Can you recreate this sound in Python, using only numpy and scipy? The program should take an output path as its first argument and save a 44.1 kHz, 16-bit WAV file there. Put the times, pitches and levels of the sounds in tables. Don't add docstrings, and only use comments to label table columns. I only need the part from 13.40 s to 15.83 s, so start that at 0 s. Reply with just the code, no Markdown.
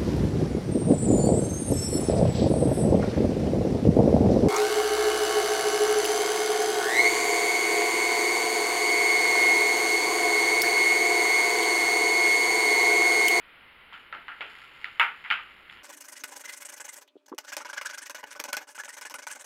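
import sys
import numpy as np
from scipy import signal
from scipy.fft import rfft, irfft
from scipy.io import wavfile

SR = 44100
rng = np.random.default_rng(int(sys.argv[2]) if len(sys.argv) > 2 else 0)


def to_wav(sig):
    pcm = np.clip(np.atleast_2d(sig), -1, 1) * 32767
    pcm = np.round(pcm).astype(np.int16)
    wavfile.write(sys.argv[1], SR, pcm.T)


def attenuation_scalar(level_db):
    decades = np.asarray(level_db, float) / 20
    return 10 ** decades


N = 106986
SEATING_S = 1.597


def rms_one(x):
    return x / np.sqrt(np.mean(x ** 2) + 1e-20)


def at_hz(points, hz):
    p = np.array(points)
    return np.interp(np.log(np.maximum(hz, 1)), np.log(p[:, 0]), p[:, 1])


def coloured(points):
    white = rfft(rng.standard_normal(N))
    gain = attenuation_scalar(at_hz(points, np.linspace(0, SR / 2, len(white))))
    return rms_one(irfft(white * gain, N))


def ring(x, hz, t60):
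    radius, angle = attenuation_scalar(-60 / (t60 * SR)), 2 * np.pi * hz / SR
    feedback = [1, -2 * radius * np.cos(angle), radius * radius]
    return signal.lfilter([0, np.sin(angle)], feedback, x + 1e-18)


def add(out, s, sound):
    i = int(s * SR)
    out[i:i + len(sound)] += sound[:len(out) - i]


def filtered(x, kind, hz, order):
    return signal.sosfilt(signal.butter(order, hz, kind, fs=SR, output="sos"), x)


def peak_one(x):
    return x / abs(x).max(axis=1, keepdims=True)


# start in seconds, peak level in dB, body pitch in Hz,
# metallic edge in dB against the thud, room answer in dB.
KNOCKS = [(0.525, -34.5, 1370, -1, -4), (0.5304, -33.5, 2640, 17.5, -1.5), (0.726, -25.5, 1630, 11.5, -5.5),
          (0.749, -35, 1400, 23.5, -9.5), (0.882, -25, 1570, 12, -5.5), (0.918, -33.5, 1930, 4, -6.5),
          (1.008, -22.5, 2560, 15, -2.5), (1.4441, -23, 3100, 21.5, -13.5), (1.455, -32, 1690, 18.5, -3.5),
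          (1.597, -8.5, 2160, 10.5, -2), (1.6127, -13, 1404, -10, -6.5), (1.841, -30.5, 2900, 18, -10),
          (1.848, -30, 2070, 14, -1.5), (1.86, -31, 1840, -1, -6.5), (1.9022, -13, 2430, 14, -1.5),
          (1.911, -11, 1560, 12.5, -9.5), (2.089, -39.5, 2970, 4, -14), (2.2976, -27, 3330, 5, -18),
          (2.306, -56, 3000, -1, 3), (2.372, -40.5, 2480, 23.5, -6.5)]


def knocks():
    chatter, thud_s, edge_s = 0.3, 0.002, 0.0008
    body_t60_s, edge_hz, room_db = 0.0035, 1960, 12
    out, t = np.zeros(N), np.arange(1000) / SR
    click = 1. * (t == 0)
    for s, db, hz, edge_db, answer_db in KNOCKS:
        touch = chatter * rng.standard_normal(len(t))
        contact = np.array([click + touch * np.exp(-t / thud_s), click])
        thud = filtered(contact, "band", [0.35 * hz, 1.4 * hz], 2)
        thud = thud + ring(thud, hz, body_t60_s) * hz / SR * 20
        scrape = np.array([click + touch * np.exp(-t / edge_s), click])
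        edge = filtered(scrape, "high", edge_hz, 2)
        direct, to_room = attenuation_scalar(db) * (peak_one(thud) + attenuation_scalar(edge_db) * peak_one(edge))
        add(out, s, direct)
        add(out, s, attenuation_scalar(answer_db + room_db) * room(to_room))
    return out


# pitch in Hz, level in dB, decay by 60 dB in seconds.
GUARD_MODES = [(7180, -26, .004), (11100, -16, .004), (13100, -10, .004)]


def guard():
    chatter_s, crack_hz, level_db, room_db = 0.00078, 7500, 10, 11
    out, t = np.zeros(N), np.arange(2000) / SR
    chatter = rng.standard_normal(len(t)) * np.exp(-t / chatter_s)
    contact = np.array([chatter, 1. * (t == 0)])
    crack = filtered(contact, "high", crack_hz, 4)
    modes = sum(attenuation_scalar(db) * ring(contact, hz, t60) for hz, db, t60 in GUARD_MODES)
    direct, to_room = attenuation_scalar(level_db) * (crack + modes)
    add(out, SEATING_S, direct)
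    add(out, SEATING_S, attenuation_scalar(room_db) * room(to_room))
    return out


# pitch in Hz, level in dB, decay by 60 dB in seconds.
RING = [(861, -12, .1), (935, -4, 0.22), (1022, -10.5, 0.15), (1356, -9, 0.06), (1270, -4, 0.085),
        (1550, -22, .15), (1698, -13, .12), (2230, -19, 0.17), (2214, -4.5, .12), (2609, -11, 0.26),
        (3530, 0.5, 0.063)]


def blade_ring():
    level_db = -17.5
    click = 1. * (np.arange(N) == int(SEATING_S * SR))
    return sum(attenuation_scalar(level_db + db) * ring(click, hz, t60) for hz, db, t60 in RING)


# start in seconds, peak level in dB, pitch in Hz.
THUMPS = [
    (0.726, -47.5, 474),
    (0.752, -47.5, 248),
    (1.007, -39.5, 445),
    (1.02, -51, 324),
    (1.598, -35, 465),
    (1.903, -45.5, 200),
    (1.904, -33.5, 816),
]


def thumps():
    t60_s, room_db = 0.014, 4.5
    out, t = np.zeros(N), np.arange(4000) / SR
    for s, db, hz in THUMPS:
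        level = attenuation_scalar(db - at_hz(MIC, hz))
        hit = level * np.sin(2 * np.pi * hz * t) * attenuation_scalar(-60 * t / t60_s)
        add(out, s, hit)
        add(out, s, attenuation_scalar(room_db) * room(hit))
    return out


# time in seconds, level in dB.
RUB = [(0, -72.5), (0.502, -74), (0.559, -58), (.68, -75), (.8, -68), (1.0, -63.5), (1.11, -56),
       (1.18, -58.5), (1.229, -55.5), (1.3, -63.5), (1.4, -59), (1.5, -61), (1.801, -62.5), (2.001, -63.5),
       (2.12, -63), (2.278, -67.5), (2.331, -53), (2.43, -86)]


def rub():
    slips_per_s, spread_db, room_db = 490, -5.5, -3.5
    body_hz, rasp_hz, rasp_db, rasp_follows = 2480, 4800, 4.5, 1.3
    s, db = np.transpose(RUB)
    db = np.interp(np.arange(N) / SR, s, db)
    sizes = attenuation_scalar(spread_db * np.minimum(rng.exponential(1, N), 4)) * rng.choice([-1, 1], N)
    slips = sizes * (rng.random(N) < slips_per_s / SR)
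    body = attenuation_scalar(db + 19.5) * rms_one(filtered(slips, "high", body_hz, 1))
    rasp = rms_one(filtered(slips, "high", rasp_hz, 3))
    rasp = attenuation_scalar(rasp_db + rasp_follows * (db - db.max())) * rasp
    direct = body + attenuation_scalar(db.max() + 20.5) * rasp
    return direct + attenuation_scalar(room_db) * room(direct)[:N]


# frequency in Hz, decay by 60 dB in seconds.
ROOM_T60 = [(300, 0.42), (800, 0.32), (2000, 0.34), (5500, 0.27), (12000, 0.28)]


def room(x):
    wall_gap_s, early_per_s, early_db, early_t60_s = 0.0051, 1100, -1.5, 0.27
    t = np.arange(SR // 2) / SR
    white, tail = rng.standard_normal(len(t)), 0
    for low in 125 * 2. ** np.arange(7):
        band = filtered(white, "band", [low, 2 * low], 2)
        tail = tail + band * attenuation_scalar(-60 * t / at_hz(ROOM_T60, low * np.sqrt(2)))
    echoes = (rng.random(len(t)) < early_per_s / SR) * rng.uniform(-1.36, 1, len(t))
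    early = echoes * attenuation_scalar(-60 * t / early_t60_s)
    answer = rms_one(tail) + attenuation_scalar(early_db) * rms_one(early)
    answer = answer * np.clip(t / wall_gap_s, 0, 1) ** 2
    return signal.fftconvolve(x, answer / np.sqrt(np.sum(answer ** 2)))


# frequency in Hz, level in dB per Hz.
AIR = [(200, 11), (1000, -4), (3000, -4.5), (4300, -4), (5400, -2.5), (6600, -23), (16000, -37)]


def air():
    return attenuation_scalar(-46.5) * coloured(AIR)


def scene():
    return (knocks() + guard() + blade_ring() + thumps() + rub() + air())[None]


# frequency in Hz, gain in dB.
MIC = [(100, -43.5), (400, -28.5), (900, -4.5), (1400, -2.5), (3000, -4), (4300, -17), (6500, -38.5),
       (13500, -55.5)]
# centre in Hz, width in Hz, peak in dB.
HOUSING = [(1368, 210, 5.2), (2072, 490, 6.6), (2910, 700, 3.5), (7350, 2000, 12), (11000, 4500, 6.6)]
# centre in Hz, width in Hz.
NOTCHES = [(6000, 1330), (8080, 970), (16500, 1000)]


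def microphone(x):
    size = 4096
    hz = np.linspace(0, SR / 2, size // 2 + 1)
    db = at_hz(MIC, hz)
    for centre_hz, width_hz, peak_db in HOUSING:
        db = db + peak_db / (1 + (2 * (hz - centre_hz) / width_hz) ** 2)
    for centre_hz, width_hz in NOTCHES:
        off = (hz - centre_hz) ** 2
        db = db + 10 * np.log10((off + 820.0) / (off + width_hz ** 2))
    cep = irfft(db * np.log(10) / 20, size)
    cep = np.concatenate([cep[:1], 2 * cep[1:size // 2], np.zeros(size // 2)])
    return signal.fftconvolve(x, irfft(np.exp(rfft(cep)), size))[:N]


# frequency in Hz, level in dB per Hz.
HISS = [(20, 2), (150, -1), (500, -1), (2000, -27), (5000, -51.5), (8300, -32.5), (11000, -21.5),
        (15500, -29)]


def amplifier_noise():
    hiss_db, hum_hz, hum_db = -65, 60, -77
    hum = attenuation_scalar(hum_db) * np.sqrt(2) * np.sin(2 * np.pi * hum_hz * np.arange(N) / SR)
    return attenuation_scalar(hiss_db) * coloured(HISS) + hum


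def low_pass(x):
    return signal.sosfilt(signal.butter(12, 16200, fs=SR, output="sos"), x)


def record(dry):
    mix = (microphone(dry[0]) + amplifier_noise())[None]
    return low_pass(mix)


dry = scene()
out = record(dry)
to_wav(out)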